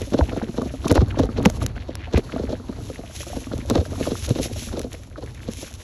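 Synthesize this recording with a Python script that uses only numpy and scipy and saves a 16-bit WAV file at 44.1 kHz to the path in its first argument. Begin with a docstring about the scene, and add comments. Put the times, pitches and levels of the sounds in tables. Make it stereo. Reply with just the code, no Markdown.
"""On bumpy grass, gravel and dry leaves: a rolling bicycle, heard from a phone in the rider's hand.
The ground rustles under the wheels and the tyres rumble and thump. Fingers slip and tick near
the two microphone ports. Every jolt rattles loose parts, rings the frame and knocks the phone
in the grip; the case flexes and moves the left and right ports in opposite phase."""
import sys
import numpy as np
from scipy import signal
from scipy.fft import rfft, irfft, next_fast_len
from scipy.io import wavfile
from scipy.ndimage import uniform_filter1d

SR = 44100
rng = np.random.default_rng(int(sys.argv[2]) if len(sys.argv) > 2 else 0)


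def store_pcm(level_fs):
    """Save levels as 16-bit WAV."""
    pcm = np.round(np.clip(level_fs, -1, 1) * 32767).astype(np.int16)
    wavfile.write(sys.argv[1], SR, np.atleast_2d(pcm).T)


N = 257095
T = np.arange(N) / SR


def undb(db):
    """Decibels to gain."""
    return 10 ** (np.asarray(db) / 20)


def unit(x):
    """Scale to rms 1."""
    return x / np.sqrt(np.mean(x ** 2))


def curves(table):
    """Table columns, interpolated linearly over time."""
    times, *columns = np.transpose(table)
    return [np.interp(T, times, column) for column in columns]


def add(track, start_s, sound):
    """Mix a sound into a track."""
    i = int(start_s * SR)
    part = sound[..., max(-i, 0):max(N - i, 0)]
    track[..., max(i, 0):max(i, 0) + part.shape[-1]] += part


def through(x, response):
    """Filter by a function of frequency."""
    size = next_fast_len(N + 4096)
    hz = np.arange(size // 2 + 1) * SR / size
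    return irfft(rfft(x, size) * response(hz), size)[..., :N]


def gain_at(f, spectrum):
    """Gain of (Hz, dB) points, interpolated over log frequency."""
    hz, db = np.transpose(spectrum)
    return undb(np.interp(np.log(f + 1), np.log(hz), db))


def colour(x, spectrum):
    """Shape by a spectrum; white noise keeps its power."""
    return through(x, lambda f: unit(gain_at(f, spectrum)))


def walk(rate_hz):
    """Smooth random drift, rms 1."""
    hold = int(SR / rate_hz)
    steps = np.repeat(rng.standard_normal(N // hold + 1), hold)
    return unit(uniform_filter1d(uniform_filter1d(steps, hold), hold)[:N])


def grains(per_s, spread_db):
    """Three independent streams of tiny impacts, most weak, a few strong."""
    size = undb(spread_db * np.minimum(rng.exponential(size=(3, N)), 5))
    hits = rng.random((3, N)) < per_s / SR
    return unit(hits * size * rng.choice([-1, 1], (3, N)))


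def swells(table):
    """Envelope of one Gaussian swell per row."""
    return sum(undb(db) * np.exp(-2 * ((T - mid_s) / length_s) ** 2) for mid_s, length_s, db in table)


def ping(t, hz, cycles):
    """A small hard part rings for a few cycles."""
    return np.sin(2 * np.pi * hz * t) * np.exp(-t * hz / cycles) * (1 - np.exp(-t * hz * 2))


def ring(t, hz, rise_s, sag=0.45):
    """A few cycles swell and die; the pitch sags through hz as the contact relaxes."""
    cycles = hz * (t - sag * t * t / (t + 4 * rise_s) / 2) * (1 + sag / 4)
    envelope = (t / rise_s * np.exp(1 - t / rise_s)) ** 2
    return envelope * np.sin(2 * np.pi * (cycles + rng.random()))


# Left port's lead over the right. Each row: frequency in Hz, phase in radians.
PORT_LEAD = [(0, 0), (200, 0), (450, 2.7), (1250, 3.3), (1750, 6.2), (3700, 6.8), (4800, 9.4), (5700, 12.2),
             (9100, 15.7), (11800, 18.6), (16000, 22.1)]
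# Sound local to one port. Each row: frequency in Hz, gain in dB.
PORT_LOCAL = [(100, -30), (300, 11.5), (3500, -1), (5500, -2), (9000, -73), (14000, 16.5)]


def ports(streams):
    """Stream 0 reaches both ports, the left earlier; the other two reach one port each."""
    local = through(streams[1:], lambda f: gain_at(f, PORT_LOCAL))
    left = through(streams[0], lambda f: np.exp(1j * np.interp(f, *np.transpose(PORT_LEAD))))
    return np.array([left, streams[0]]) + local


def crackle(count=4500, low_hz=1400, high_hz=5200, spread_db=4.0, clump_db=9.5):
    """Stones and dry leaves snap in clumps, each at its own pitch."""
    t, out = np.arange(SR // 110) / SR, np.zeros((3, N))
    for when, pitch, size, *shares in rng.random((count, 6)):
        hz = low_hz * (high_hz / low_hz) ** pitch
        snap = undb(-spread_db * np.log(size + 0.033)) * ping(t, hz, cycles=0.88)
        add(out, when * N / SR, (np.array(shares)[:, None] - 0.5) * snap)
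    return unit(out * undb(clump_db * np.tanh(walk(35))))


# Tyres on loose stones. Each row: centre in seconds, length in seconds, relative level in dB.
STONE_SCUFFS = [(.025, 0.033, -45), (.292, 0.014, -36.5), (.325, 0.02, -46), (.69, 0.037, -47),
                (.912, .008, -29), (.965, 0.0098, -36), (1.112, 0.011, -35), (1.161, 0.0082, -35),
                (1.372, 0.02, -45), (1.456, .005, -19), (1.627, 0.033, -41.5), (2.04, 0.064, -42.5),
                (2.165, 0.023, -30.5), (2.323, 0.0045, -34), (3.213, .011, -39.5), (3.757, 0.016, -40),
                (4.035, 0.015, -34), (4.452, 0.0077, -46)]


def scuffs(band_hz=(1500, 3200), gain_db=-2):
    """Loose stones grind together in short gritty bursts."""
    band = signal.butter(2, band_hz, "bandpass", fs=SR, output="sos")
    grit = unit(signal.sosfilt(band, grains(3500, spread_db=7.0)))
    return grit * swells(STONE_SCUFFS) * undb(gain_db)


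# Grass and leaf rustle. Each row: time in seconds, relative level in dB.
RUSTLE_LEVELS = [(0.0, -43), (0.36, -49), (0.84, -47), (1.23, -56), (1.56, -47), (1.69, -55), (1.96, -61.5),
                 (2.19, -49), (2.77, -52.5), (3.34, -38.5), (3.51, -46), (3.67, -45), (4.27, -37.5),
                 (4.69, -39.5), (4.9, -50), (5.13, -54.5), (5.54, -44), (5.83, -48.5)]
# Brushing hiss and gravel crunch. Each row: frequency in Hz, relative level in dB.
HISS_SPECTRUM = [(800, -20.5), (2500, 2.5), (4300, 4.5), (6500, 6.5), (8200, 1), (9500, 2.5), (10900, 8),
                 (12800, -19.5), (14700, -33.5), (15600, -51)]
CRUNCH_SPECTRUM = [(500, 4.5), (1100, 8), (2400, -10), (3300, -7), (4500, 7), (15000, -127)]


def rustle(crunch_db, hiss_gain_db=-4, stones_top_hz=8000):
    """Blades brush, leaves crackle and gravel crunches under the wheels, in uneven surges."""
    hiss_db, = curves(RUSTLE_LEVELS)
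    flutter_db = 2.5 * walk(55)
    blades = grains(16000, spread_db=3.5)
    leaves = undb(-7) * grains(250, spread_db=10)
    surge_db = 0.6 * walk(100) - 1.5 * walk(6.2)
    hiss = colour(blades + leaves, HISS_SPECTRUM) * undb(hiss_db + hiss_gain_db + flutter_db + surge_db)
    gravel = colour(rng.standard_normal((3, N)), CRUNCH_SPECTRUM)
    crunch = undb(-4) * gravel + undb(-3) * crackle()
    stones = scuffs() + crunch * undb(crunch_db + flutter_db)
    lowpass = signal.butter(6, stones_top_hz, "lowpass", fs=SR, output="sos")
    return ports(hiss + signal.sosfilt(lowpass, stones))


# Tyre rumble. Each row: frequency in Hz, relative level in dB.
RUMBLE_SPECTRUM = [(20, -28), (42, -3), (68, 1.5), (115, -2.5), (165, -16), (250, -14.5), (500, -26.5),
                   (6000, -62), (16000, -110)]


def tyres(level_db, gain_db=6.0, lumps_db=4.5, side_db=-24):
    """Tufts and stones shake the tyres into a lumpy rumble, nearly equal at both ports."""
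    mid, side = unit(colour(rng.standard_normal((2, N)), RUMBLE_SPECTRUM))
    rumble = mid + undb(side_db) * np.array([side, -side])
    return rumble * undb(level_db + gain_db + lumps_db * np.tanh(walk(18)))


# Ticks at the ports. Each row: start in seconds, relative level in dB.
FINGER_TICKS = [(0.915, -6), (0.925, -16), (1.196, -19), (1.429, -25), (1.4586, -4.5), (1.5, -13.5),
                (1.6638, -9), (1.954, -15.5), (2.179, -16.5), (3.6999, -8.5), (4.7939, -14.5), (4.816, -18)]
# Slips on the case. Each row: centre in seconds, length in seconds, relative level in dB.
FINGER_SLIPS = [(0.882, 0.0064, -25), (0.955, 0.007, -28), (1.454, 0.0025, -21), (1.63, 0.023, -36),
                (2.87, 0.12, -44), (3.163, 0.02, -32.5), (3.212, 0.037, -32.5), (4.07, 0.076, -38),
                (4.261, 0.012, -29.5), (4.444, 0.036, -25.5), (4.63, 0.09, -35), (5.61, 0.091, -37)]


def fingers(slip_db=-2, tick_db=-4, tick_decay_s=0.00076):
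    """Skin slips on the case in dense runs of catches, and gives single dry ticks."""
    t, envelope = np.arange(SR // 50) / SR, np.zeros(N)
    for start_s, db in FINGER_TICKS:
        add(envelope, start_s + 0.00013, undb(db + tick_db) * np.exp(-t / tick_decay_s))
    tick_spectrum = [(800, 17.5), (3000, 14.0), (6000, 20.5), (11000, 18.0), (15000, -22)]
    ticks = colour(rng.standard_normal((3, N)) * envelope, tick_spectrum)
    catches = grains(9000, spread_db=4.5) * swells(FINGER_SLIPS) * undb(slip_db)
    return ports(colour(catches, HISS_SPECTRUM) + ticks)


def case_flex(mid, side, flex_db, low_hz=210):
    """The case bends only above the bass and moves the ports in opposite phase."""
    highpass = signal.butter(2, low_hz, "highpass", fs=SR, output="sos")
    bend = signal.sosfilt(highpass, side) * undb(flex_db)
    return np.array([mid + bend, mid - bend])


# Phone and handlebar modes. 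Each row: frequency in Hz, decay in seconds, relative level in dB.
BODY_MODES = [(246.2, 0.014, 3), (334, 0.02, -9.5), (483, 0.011, -6), (631.6, 0.0074, 0.5),
              (900, 0.0019, -8), (1303, 0.0027, -7.5)]


def body(t, contact_s=0.00042):
    """One soft blow on phone and handlebar; each lands on another spot, so the modes vary."""
    hz, decay_s, db = np.transpose(BODY_MODES)[:, :, None]
    weight, detune = rng.standard_normal((2, len(BODY_MODES), 1))
    tones = np.sin(2 * np.pi * hz * (1 + 0.08 * detune) * t)
    modes = undb(db) * unit(weight) * np.exp(-t / decay_s) * tones
    return modes.sum(axis=0) * (1 - np.exp(-t / contact_s))


def rattles(level_db, flex_db, count=170, gap_s=0.051, spread_db=8.0, bounce_s=0.00883, bounce_db=-9):
    """Loose parts chatter unevenly on the rough ground; each hit bounces once."""
    t, out, start_s = np.arange(SR // 25) / SR, np.zeros((2, N)), 0
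    for jitter, size, lag in rng.uniform(-1, 1, (count, 3)):
        start_s += gap_s * (1 + 0.45 * jitter)
        for delay_s, db in (0, 0), (bounce_s * (1 + lag / 2), bounce_db):
            add(out, start_s + delay_s, undb(spread_db * size + db) * np.array([body(t), body(t)]))
    mid, side = unit(out) * undb(level_db - 1)
    return case_flex(mid, side, flex_db - 1)


# Chain and cable hits. Each row: start in seconds, relative level in dB.
CHAIN_CLINKS = [(0.1406, -17), (0.316, -14), (0.416, -10), (0.581, -15), (0.6165, -9.5), (0.845, -12),
                (0.868, -8), (0.956, -7.5), (1.007, -19), (1.1443, -16), (1.379, -19), (1.451, -12),
                (1.6176, -11), (2.2956, -17), (2.3805, -17.5), (2.4802, -24), (2.6414, -28),
                (2.7273, -22.5), (3.111, -26), (3.231, -20), (3.518, -16), (3.7081, -10), (3.753, -20),
                (3.8531, -18), (3.956, -18), (4.0554, -17), (4.154, -14.5), (4.4532, -22), (4.687, -20.5),
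                (5.159, -17.5)]


def clinks(pitch_hz=1170, scatter=0.18, cycles=1.6, again_s=0.0038, again_db=-4):
    """Chain and cables tap the frame twice, short and woody, bending the case more than moving it."""
    t, out = np.arange(SR // 50) / SR, np.zeros((2, N))
    for start_s, db in CHAIN_CLINKS:
        first_hz, second_hz = pitch_hz * (1 + scatter * rng.standard_normal((2, 2, 1)))
        add(out, start_s, undb(db) * rng.choice([-1, 1], (2, 1)) * ping(t, first_hz, cycles))
        second_s = start_s + again_s * (0.5 + rng.random())
        add(out, second_s, undb(db + again_db) * ping(t, second_hz, cycles))
    mid, side = out
    return undb(-5) * mid + undb(-3) * np.array([side, -side])


# Hard bumps. Each row: start in seconds, clack level in dB, thump level in dB, nominal thump pitch in Hz.
HARD_BUMPS = [(0.21, -6.5, -7.5, 72.4), (.910, -7, -9, 96), (.978, -1, -5.5, 71), (1.02, -33, -7.5, 108),
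              (1.193, -11, -16.5, 99), (1.458, 2.5, -1.5, 193.5), (2.146, -11.5, -8, 75),
              (3.708, -18, -14, 97), (3.78, -16, -10.5, 80.5), (4.302, -43, -11.5, 122),
              (4.52, -41, -21.5, 102)]


def thumps(lag_s=0.0018, rise_cycles=0.96):
    """The wheels drop into hollows and shove both ports alike, just after the clack."""
    t, out = np.arange(SR // 6) / SR, np.zeros(N)
    for start_s, _, db, hz in HARD_BUMPS:
        add(out, start_s + lag_s, undb(db) * ring(t, hz, rise_cycles / hz, sag=0.65))
    return out


def clacks(pitch_hz=910, scatter=0.13, overtone_ratio=1.54, overtone_db=-5):
    """Hard parts clack together at each bump, pitched a little differently at each port."""
    t, out = np.arange(SR // 40) / SR, np.zeros((2, N))
    for start_s, db, _, _ in HARD_BUMPS:
        hz = pitch_hz * (1 + scatter * rng.standard_normal((2, 1)))
        overtone = undb(overtone_db) * ping(t, overtone_ratio * hz, cycles=1.82)
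        add(out, start_s, undb(db) * (ping(t, hz, cycles=1.94) + overtone))
    return out


# Frame tube modes. Each row: frequency in Hz, decay in seconds, relative level in dB.
TUBE_MODES = [(465.4, 0.017, -16.5), (1250, 0.0077, -24)]


def frame(flex_db, hollow_db=-3):
    """Each knock rings the tubes, more in a firm grip; only the lower mode moves the whole phone."""
    t, out = np.arange(SR // 12) / SR, np.zeros((2, N))
    hz, decay_s, db = np.transpose(TUBE_MODES)[:, :, None]
    envelope = np.exp(-t / decay_s) * (1 - np.exp(-t * hz))
    for start_s, knock_db, _ in GRIP_KNOCKS:
        cycles = hz * t + rng.random((2, len(TUBE_MODES), 1))
        mid, side = undb(knock_db + db) * envelope * np.sin(2 * np.pi * cycles)
        add(out, start_s, undb(hollow_db) * mid[0] + np.outer([1, -1], sum(side)))
    return out * undb(0.96 * flex_db)


# Frame against grip. Each row: time in seconds, relative level in dB, nominal pitch in Hz.
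GRIP_KNOCKS = [(0.017, -21.5, 420), (0.144, -9.5, 453), (0.193, -8.5, 505), (0.332, -17.5, 433),
               (0.375, -17, 380), (0.435, -24, 458), (0.492, -22.5, 304), (0.585, -13, 432),
               (0.62, -21, 376), (0.661, -21.5, 312), (0.858, -12.5, 285), (0.906, -11.5, 432),
               (0.916, -7.5, 452), (0.958, -12.5, 470), (0.969, -12, 553), (0.977, -13, 483),
               (1.018, -11, 364), (1.199, -7.5, 474), (1.238, -12.5, 423), (1.388, -13, 396),
               (1.464, -7, 461), (1.626, -22, 557), (1.893, -25, 510), (2.142, -12.5, 367),
               (2.179, -9, 400), (2.341, -21, 360), (2.399, -17.5, 367), (2.439, -21.5, 405),
               (2.503, -20.5, 410), (2.531, -18.5, 466), (2.697, -23.5, 334), (2.788, -29.5, 348),
               (2.902, -22, 440), (2.992, -25, 410), (3.37, -19, 464), (3.537, -18, 443),
               (3.587, -22.5, 323), (3.711, -7, 432), (3.759, -6, 485), (3.784, -16, 604),
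               (3.815, -16.5, 446), (3.921, -22.5, 390), (4.011, -12.5, 454), (4.075, -12, 502),
               (4.119, -12.5, 420), (4.286, -20, 500), (4.309, -12.5, 390), (4.361, -17, 494),
               (4.399, -11, 444), (4.459, -21.5, 510), (4.515, -25, 434), (4.737, -18, 418),
               (4.777, -16, 517), (4.802, -19.5, 420), (4.847, -20.5, 440), (4.943, -28, 450),
               (5.185, -23, 507), (5.235, -21.5, 445), (5.488, -18.5, 424), (5.631, -24.5, 517)]
# Scrape of a knock. Each row: frequency in Hz, relative level in dB.
GRIT_SPECTRUM = [(300, 21.5), (1000, 13.5), (2200, -1), (4200, 11), (6500, 0.5), (9000, -10), (11000, -6.5),
                 (15000, -66)]


def knocks(flex_db, rise_s=0.00326, bounce_s=0.00792, crack_s=0.0062, scrape_s=0.016, lead_s=0.0047):
    """Each knock scrapes, cracks, then rings briefly, shoving the phone and bending its case."""
    t = np.arange(SR // 14) / SR
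    mid, side, grit_envelope = np.zeros((3, N))
    from_peak_s = np.abs(t - t.mean())
    crack = np.exp(-from_peak_s / crack_s) + undb(-9) * np.exp(-from_peak_s / scrape_s)
    for at_s, db, hz in GRIP_KNOCKS:
        add(grit_envelope, at_s - lead_s - t.mean(), undb(db - 19) * crack)
        add(mid, at_s - rise_s / 2, undb(db - 1) * ring(t, hz * 0.6, rise_s=0.0038))  # shove
        add(mid, at_s - rise_s, undb(db - 2) * ring(t, hz * 1.127, rise_s))  # hollow ring
        add(side, at_s - rise_s, undb(db + 1) * ring(t, hz, rise_s))  # case bends
        add(mid, at_s, undb(db - 12) * ring(t, hz * 0.324, rise_s=0.008, sag=0.62))  # hand gives way
        for track in (mid, side):
            add(track, at_s, undb(db - 11) * body(t))
            rebound_s = at_s + bounce_s * (0.614 + 0.798 * rng.random())
            add(track, rebound_s, undb(db - 8) * ring(t, hz, rise_s))
    grit = colour(grains(5500, spread_db=6.0), GRIT_SPECTRUM) * grit_envelope
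    return case_flex(mid, side, flex_db) * undb(-flex_db / 2) + ports(grit)


# Ground roughness. Each row: time in seconds, then relative rumble, rattle and crunch levels in dB.
ROLLING_LEVELS = [(0.0, -41, -35.5, -55), (0.29, -34.5, -31.5, -49), (0.68, -43, -37, -55),
                  (1.38, -29.5, -30, -48.5), (1.82, -38, -41, -51), (2.11, -44, -36, -46.5),
                  (2.48, -34.5, -31, -49.5), (2.95, -43.5, -45.5, -53.5), (3.23, -40.5, -39.5, -54.5),
                  (3.72, -36, -38, -50), (4.22, -41.5, -40.5, -54.5), (4.45, -36.5, -34, -55.5),
                  (4.97, -44.5, -49.5, -57.5), (5.35, -43, -51.5, -55), (5.83, -48, -47.5, -53)]
# Grip on the phone. Each row: time in seconds, case flex in dB, left minus right in dB.
GRIP = [(0, -1, 0.8), (1.2, 1, -0.5), (2.5, -1.5, 2.5), (3.6, 5.5, -2), (5.83, 6.5, -1)]


def scene():
    """All sources at the two ports; the grip pans the clatter."""
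    rumble_db, rattle_db, crunch_db = curves(ROLLING_LEVELS)
    flex_db, pan_db = curves(GRIP)
    clatter = knocks(flex_db) + frame(flex_db) + clacks() + clinks() + rattles(rattle_db, flex_db)
    pan = undb(np.array([pan_db, -pan_db]) / 2)
    return tyres(rumble_db) + thumps() + clatter * pan + rustle(crunch_db) + fingers()


def record(dry):
    """The phone rounds the loudest peaks and cuts the top."""
    ceiling, top_hz = 0.95, 16400
    rounded = dry / (1 + (dry / ceiling) ** 4) ** 0.25
    return signal.sosfilt(signal.ellip(8, 0.2, 80, top_hz, fs=SR, output="sos"), rounded)


dry = scene()
out = record(dry)
store_pcm(out)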